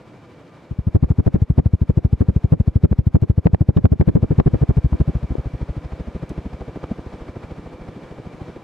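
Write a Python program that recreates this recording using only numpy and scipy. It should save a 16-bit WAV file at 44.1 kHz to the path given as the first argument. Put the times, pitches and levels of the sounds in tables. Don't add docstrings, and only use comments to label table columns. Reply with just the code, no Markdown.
import sys
import numpy as np
from scipy import signal
from scipy.fft import rfft, irfft, next_fast_len
from scipy.io import wavfile
from scipy.ndimage import uniform_filter1d

SR = 44100
rng = np.random.default_rng(int(sys.argv[2]) if len(sys.argv) > 2 else 0)


def inscribe(sig):
    pcm = np.round(np.clip(np.atleast_2d(sig).T, -1, 1) * 32767)
    wavfile.write(sys.argv[1], SR, pcm.astype(np.int16))


def convert_level_to_amplitude(level_db):
    exponent = np.asarray(level_db, float) / 20
    return 10 ** exponent


N = 380583
M = next_fast_len(N)
HZ = np.fft.rfftfreq(M, 1 / SR)

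# (t/s, distance out of the plane 0-1)
SINK = [
    (4.6, 0.18),
    (5.6, 0.47),
    (6.6, 0.7),
    (7.4, 0.68),
]


def evened(x):
    return x / np.sqrt(np.mean(x ** 2) + 1e-20)


def read(points, hz):
    f, value = np.transpose(points)
    return np.interp(np.log(hz + 1), np.log(f + 1), value)


def add(mix, s, sound):
    part = mix[..., round(s * SR):][..., :sound.shape[-1]]
    part += sound[..., :part.shape[-1]]


def sunk(s):
    return np.clip(np.interp(s, *np.transpose(SINK)), 0, 1)


def coloured(x, points, lo_hz, hi_hz):
    z = rfft(x, M) * convert_level_to_amplitude(read(points, HZ))
    band = (HZ > lo_hz) & (HZ < hi_hz)
    power = (abs(z[..., band]) ** 2).sum(-1).mean()
    return irfft(z, M)[..., :N] * M / np.sqrt(2 * power)


def pair():
    # (f/Hz, left-right likeness 0-1)
    likeness = [(60, 0.99), (180, 0.94), (550, 0.91), (1650, 0.92), (4970, 0.76), (15000, 0.13)]
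    a, b = rfft(rng.standard_normal((2, M)))
    same = np.clip(read(likeness, HZ), 0, 1)
    return irfft(np.array([a, same * a + np.sqrt(1 - same ** 2) * b]), M)[:, :N]


def lumps(ms, depth_db):
    size = round(ms * SR / 1000)
    wander = uniform_filter1d(uniform_filter1d(rng.standard_normal(N), size), size)
    return evened(convert_level_to_amplitude(depth_db * evened(wander)))


def passes():
    # (low blade passes t/s, push level/dB, its wake level/dB, other blades' wake level/dB)
    turns = [(0.633, -39, -60, -45.5), (0.9506, -13.5, -12.5, -16.5), (1.2656, -18, -14.5, -17),
             (1.5818, -13, -7, -25), (1.8966, -15, -17, -22), (2.2089, -16, -14.5, -20),
             (2.5235, -14, -7.5, -22.5), (2.838, -14.5, -9, -21), (3.147, -14, -9.5, -20),
             (3.458, -14.5, -6.5, -18.5), (3.7674, -10.5, -7.5, -11), (4.0774, -15, -9, -13.5),
             (4.384, -18.5, -9.5, -12), (4.6928, -16, -16, -21), (5.003, -21, -16.5, -24),
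             (5.306, -28, -28.5, -32), (5.6144, -30.5, -30, -36), (5.922, -34, -38.5, -34.5),
             (6.226, -35, -30, -30), (6.532, -35.5, -40, -34), (6.8328, -39.5, -33.5, -28.5),
             (7.1351, -41, -41.5, -37.5), (7.435, -44.5, -40, -34), (7.7333, -45.5, -47, -39),
             (8.036, -52, -51, -40), (8.3335, -56, -42, -36), (8.634, -62, -40, -41)]
    # (place as share of a turn, push level/dB, wake level/dB, swish level/dB)
    blades = [
        (0, 0.32, 0, 2.5),
        (0.251, 1, 4, 1.1),
        (0.494, 0.5, -2, 1.1),
        (0.751, -0.87, -0.5, -0.3),
    ]
    # (t/s, extra trail/ms)
    trail = [
        (3.6, 0.098),
        (4.2, 2.7),
        (4.9, 5.4),
        (5.5, 0.3),
    ]
    turn_s, turn_push_db, low_db, others_db = np.transpose(turns)
    count = len(blades)
    columns = [np.tile(c, len(turns) - 1) for c in np.transpose(blades)]
    place, blade_push_db, blade_wake_db, blade_swish_db = columns
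    s = np.repeat(turn_s[:-1], count) + place * np.repeat(np.diff(turn_s), count)
    far = sunk(s)
    a, b, c, d, e = rng.standard_normal((len(s), 5)).T
    scatter_db, scatter_ms = 1.5, 1.2

    push_db = np.interp(s, turn_s, turn_push_db) + blade_push_db + scatter_db / 2 * a
    wake_db = np.interp(s, turn_s, others_db) + (1 - far) * blade_wake_db
    wake_db[::count] = low_db[:-1]
    unlike_db = wake_db + 2 - 34 * far + scatter_db * b
    alike_db = wake_db - 5.5 * (1 - far) + scatter_db * c
    fade_in_db = -13.5 * np.clip((0.99 - s) / 0.23, 0, 1)
    swish_db = -53.5 + blade_swish_db + fade_in_db + scatter_db / 2 * d
    centre_ms = 8.17 + 0.25 * (1 - far) * (wake_db - push_db) + np.interp(s, *np.transpose(trail))
    centre_ms = np.clip(centre_ms + scatter_ms * e, 2, 16)
    return np.array([s, push_db, unlike_db, alike_db, swish_db, centre_ms])[:, 1:]


PASS_S, PUSH_DB, UNLIKE_DB, ALIKE_DB, SWISH_DB, WAKE_MS = passes()


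def per_pass(levels_db, peak_ms, rise_ms, fall_ms):
    ms = np.arange(-60, 70, 1000 / SR) - peak_ms
    slope = np.where(ms < 0, ms / rise_ms, ms / fall_ms)
    swell = np.exp(-np.sqrt(slope ** 2 + 0.12))
    out = np.zeros(N)
    for s, db in zip(PASS_S, levels_db):
        add(out, s - 0.06, convert_level_to_amplitude(db) * swell)
    return out


def wake_train(levels_db, start_ms, stretch, fade_ms):
    ms = np.arange(-10, 90, 1000 / SR)
    out = np.zeros(N)
    for s, centre_ms, db in zip(PASS_S, WAKE_MS, levels_db):
        onset = 0.5 + 0.5 * np.tanh(ms - start_ms - 0.21 * centre_ms)
        fade = np.exp(-np.maximum(ms - stretch * centre_ms, 0) / fade_ms)
        add(out, s - 0.01, convert_level_to_amplitude(db) * onset * fade)
    return out


def room_air():
    # (f/Hz, level/dB per Hz)
    rush_spectrum = [(15, -42), (25, -21.5), (130, 1.5), (212, -5), (317, -1.5), (405, -7.5), (503, -6.5),
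                     (1700, -20.5), (2350, -25), (3340, -28.5), (7920, -41.5), (14800, -57.5),
                     (16000, -79.5)]
    # (t/s, level/dB)
    rush_level = [(0.0, -48), (0.6, -48), (0.98, -53.5), (2.0, -53.5), (2.4, -49), (3.2, -62.5),
                  (3.8, -54.5), (4.52, -44), (5.5, -45.5), (8.63, -45)]
    # (f/Hz, level/dB)
    hum = [(166.9, -58), (312.2, -71.5), (500.6, -62.5), (1007, -69.5), (1200, -71)]
    t = np.arange(N) / SR
    throb_db = 1.2 * np.cos(2 * np.pi * 12.5 * t) * (t < PASS_S[0])
    rush = coloured(pair() * lumps(30, 0.6), rush_spectrum, 280, 6000)
    white = pair()
    # (f/Hz, level/dB, width/Hz)
    peaks = [(hz, db, 14) for hz, db in hum] + [(2317, -69.5, 130)]
    tones = 0
    for hz, db, width_hz in peaks:
        peak = 1 / (1 + (2 * (HZ - hz) / width_hz) ** 2)
        tones = tones + convert_level_to_amplitude(db) * peak / np.sqrt(width_hz * np.pi / 2 / SR)
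    level_db = np.interp(t, *np.transpose(rush_level))
    motor = irfft(rfft(white, M) * tones, M)[:, :N]
    return convert_level_to_amplitude(level_db + throb_db) * rush + convert_level_to_amplitude(level_db + 51) * motor


def swish():
    # (f/Hz, level/dB per Hz)
    spectrum = [(88, -38.5), (150, -4.5), (262, -0.5), (343, -4.5), (459, -3.5), (495, -2.5), (787, -10),
                (1870, -22), (2310, -20.5), (2750, -27.5), (4210, -31), (15000, -48.5)]
    flick_db = SWISH_DB + 0.2 * (PUSH_DB + 14) - 0.5
    swell = per_pass(SWISH_DB + 1.0, 2.1, 22, 11.4) + per_pass(flick_db, 0, 2.5, 11.0)
    hiss = coloured(pair() * lumps(4.0, 1.0), spectrum, 1300, 7000)
    dull = signal.sosfilt(signal.butter(1, 5030, fs=SR, output="sos"), hiss)
    far = np.clip(1.8 * sunk(np.arange(N) / SR), 0, 1)
    return ((1 - far) * hiss + far * dull) * swell


def push():
    # (t/s, front edge share, face share, rear edge share, face lag/ms)
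    blade = [(1.1, 0.43, -0.53, -0.013, 1.5), (2.0, 1.0, -0.53, -0.05, 5), (2.999, 1, -0.62, 0.11, 5.5),
             (3.7, 0.95, -0.25, 0.13, 3.2), (4.1, 1, -1.4, 0.11, 5.1), (4.6, 0.25, -0.14, -0.47, 3.9),
             (5.1, 0.95, 0.064, -1, 8.9), (5.5, 0.35, 0.79, -0.44, 0.5), (6.5, 1, 0.96, -1, 2.2),
             (7.35, -0.27, 1, -0.18, 1.7), (8.4, -0.15, 1.0, 0.054, 3.9)]
    ms = np.arange(-15, 60, 1000 / SR)
    cut = signal.butter(3, 66.2, "high", fs=SR, output="sos")
    gradient = signal.butter(1, 65, "high", fs=SR, output="sos")
    arrival = 0.5 + 0.5 * np.tanh((ms + 3.3) / 4.2)
    s, *columns = np.transpose(blade)
    out = np.zeros((2, N))
    for when, db, chance in zip(PASS_S, PUSH_DB, rng.standard_normal((len(PASS_S), 2))):
        front, face, rear, lag_ms = (np.interp(when, s, c) for c in columns)
        face = face + 0.07 * chance[0]
        rear = rear + 0.12 * chance[1]
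        # (share, centre/ms, width/ms)
        lobes = [(front, 0, 1.545), (face, lag_ms, 6.4), (rear, 10.5, 2.16)]
        pressure = sum(a * np.exp(-0.5 * ((ms - at) / width) ** 2) for a, at, width in lobes)
        wave = evened(signal.sosfilt(cut, pressure)) * np.sqrt(75 / 30)
        pan_db = 1.9 - 2.7 * sunk(when)
        steep = signal.sosfiltfilt(gradient, wave) * np.tanh(pan_db / 4.1)
        add(out, when - 0.015, convert_level_to_amplitude(db) * arrival * np.array([wave + steep, wave - steep]))
    return out


def wake():
    unlike_spectrum = [(24, -63.5), (40, -33), (110, -2), (169, 4), (258, -3.5), (366, -3.5), (869, -36),
                       (1500, -47.5), (1950, -67.5), (3300, -120)]
    near_spectrum = [(30, -8), (60, 11.5), (170, 6.5), (300, -4), (500, -15.5), (900, -31.5), (1600, -39.5),
                     (4000, -60.5), (9000, -89)]
    far_spectrum = [(40, -17.5), (100, -6), (220, 1.5), (400, -3.5), (700, -16.5), (1500, -32.5),
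                    (5000, -57.5), (9000, -93.5)]
    grit_spectrum = [(300, -12), (700, 7), (1500, -7.5), (2800, -28.5), (4500, -38), (8000, -59),
                     (15000, -80.5)]
    a, b, c, d = rng.standard_normal((4, N))
    linger = per_pass(UNLIKE_DB - 10, 16, 8, 18) * lumps(8, 3.5)
    patchy = lumps(3, 4)
    gust = wake_train(UNLIKE_DB + 6.0, 0.1, 1.98, 3.1)
    unlike = coloured(a, unlike_spectrum, 130, 800) * (gust + linger)

    far = sunk(np.arange(N) / SR)
    near_part = (1 - far) * coloured(b, near_spectrum, 140, 800)
    far_part = far * coloured(b, far_spectrum, 120, 800)
    alike_gust = wake_train(ALIKE_DB + 5.5, -1.0, 1.6, 2.54)
    alike = (near_part + far_part) * (alike_gust + 1.1 * linger)

    two_ports = np.array([c - 0.11 * d, d - 0.15 * c])
    grit = convert_level_to_amplitude(-37.5) * coloured(two_ports, grit_spectrum, 1500, 7000) * gust * patchy
    sides = np.array([[1.025], [-0.975]])
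    return alike + unlike * sides + grit


def cracks():
    # (t/s, peak level/dB, treble over middle/dB, left over right/dB)
    strong = [(1.1062, -44, -19, 11), (1.2776, -24.5, -24, 19), (1.588, -31, -11, 12),
              (1.9016, -29.5, -32, 1), (2.8398, -26.5, -7, 0), (2.8494, -17.5, -30, -14),
              (2.9286, -22.5, -23, -17), (3.1558, -17, -26.5, -20), (3.1677, -28.2, -31, 18),
              (3.4606, -35, 8, 5), (3.4696, -9.5, -23.5, 16), (3.5472, -12.5, -22, -25),
              (3.6924, -28.5, -31, -22), (3.7718, -19.5, -11, 0), (3.856, -10.5, -25, -20),
              (4.0125, -14.5, -20, 11), (4.0893, -22.5, -15, -18), (4.0961, -32, -19, 2),
              (4.1583, -31.5, -11.5, -1), (4.2275, -39, -30, -1), (4.4007, -7, -17, 26),
              (4.4126, -35, -24, 7), (4.477, -18, -23, 11), (4.5442, -25, -26.5, -2),
              (4.637, -29, -34, -21), (4.6989, -36, -17, 2), (4.9317, -31.5, -22, -2),
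              (5.355, -36.5, -33.5, 26), (6.6166, -35.5, -22.5, 1), (6.841, -28.5, -24, -0.5)]
    ms = np.arange(-256, 256) * 1000 / SR
    hz = np.fft.rfftfreq(512, 1 / SR) + 1
    middle = (hz > 900) & (hz < 4000)
    out = np.zeros((2, N))
    sides = rng.standard_normal(len(PASS_S))
    faint = [(s + 0.0022, db - 24, -20, 6 * side) for s, db, side in zip(PASS_S, PUSH_DB, sides)]
    bursts = list(strong) + faint
    for (s, db, treble_db, pan_db), noise in zip(bursts, rng.standard_normal((len(bursts), 512))):
        slope_db = (treble_db - 4.0) / 1.94 * np.log2(np.maximum(hz, 450) / 1300)
        z = rfft(noise * np.exp(-0.5 * (ms / 1.2) ** 2)) * convert_level_to_amplitude(slope_db)
        z *= hz ** 2 / (hz ** 2 + 250 ** 2)
        z /= 1 + (hz / 5000) ** 4
        puff = irfft(z) * np.hanning(512) / np.max(abs(irfft(z * middle)))
        share = 1 / (1 + convert_level_to_amplitude(-2 * pan_db))
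        ports = np.sqrt([[share], [1 - share]])
        ports = ports - 0.34 * ports[::-1]
        add(out, s - 256 / SR, convert_level_to_amplitude(db + 4.5) * ports * puff)
    return out


def tick():
    t = np.arange(2000) / SR
    bright = signal.butter(3, [3500, 9800], "band", fs=SR, output="sos")
    puff = signal.sosfilt(bright, rng.standard_normal(len(t))) * np.exp(-1000 * t / 6.0)
    out = np.zeros(N)
    add(out, 6.293, convert_level_to_amplitude(-44) * puff)
    return out


def scene():
    return room_air() + swish() + push() + wake() + cracks() + tick()


def low_pass(x):
    return signal.sosfilt(signal.butter(12, 16610, fs=SR, output="sos"), x)


def record(dry):
    dry = dry + convert_level_to_amplitude(-83.5) * rng.standard_normal(dry.shape)
    power = uniform_filter1d((dry ** 2).mean(0), 600, origin=299)
    power_db = 10 * np.log10(abs(power) + 1e-12)
    fall_db = np.arange(N) * 210.0 / SR
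    held_db = np.maximum.accumulate(power_db + fall_db) - fall_db
    over_db = np.maximum(held_db + 15.5, 0)
    ducked = dry / convert_level_to_amplitude(0.52 * uniform_filter1d(over_db, 300))
    limited = ducked / (1 + (ducked / 0.82) ** 4) ** 0.25
    mid, side = limited.mean(0), (limited[0] - limited[1]) / 2
    side = signal.sosfiltfilt(signal.butter(2, 75, "high", fs=SR, output="sos"), side)
    top = signal.firwin(601, 15480, window=("kaiser", 8), fs=SR)
    mix = signal.oaconvolve(np.array([mid + side, mid - side]), top[None], "same")
    return low_pass(mix)


dry = scene()
out = record(dry)
inscribe(out)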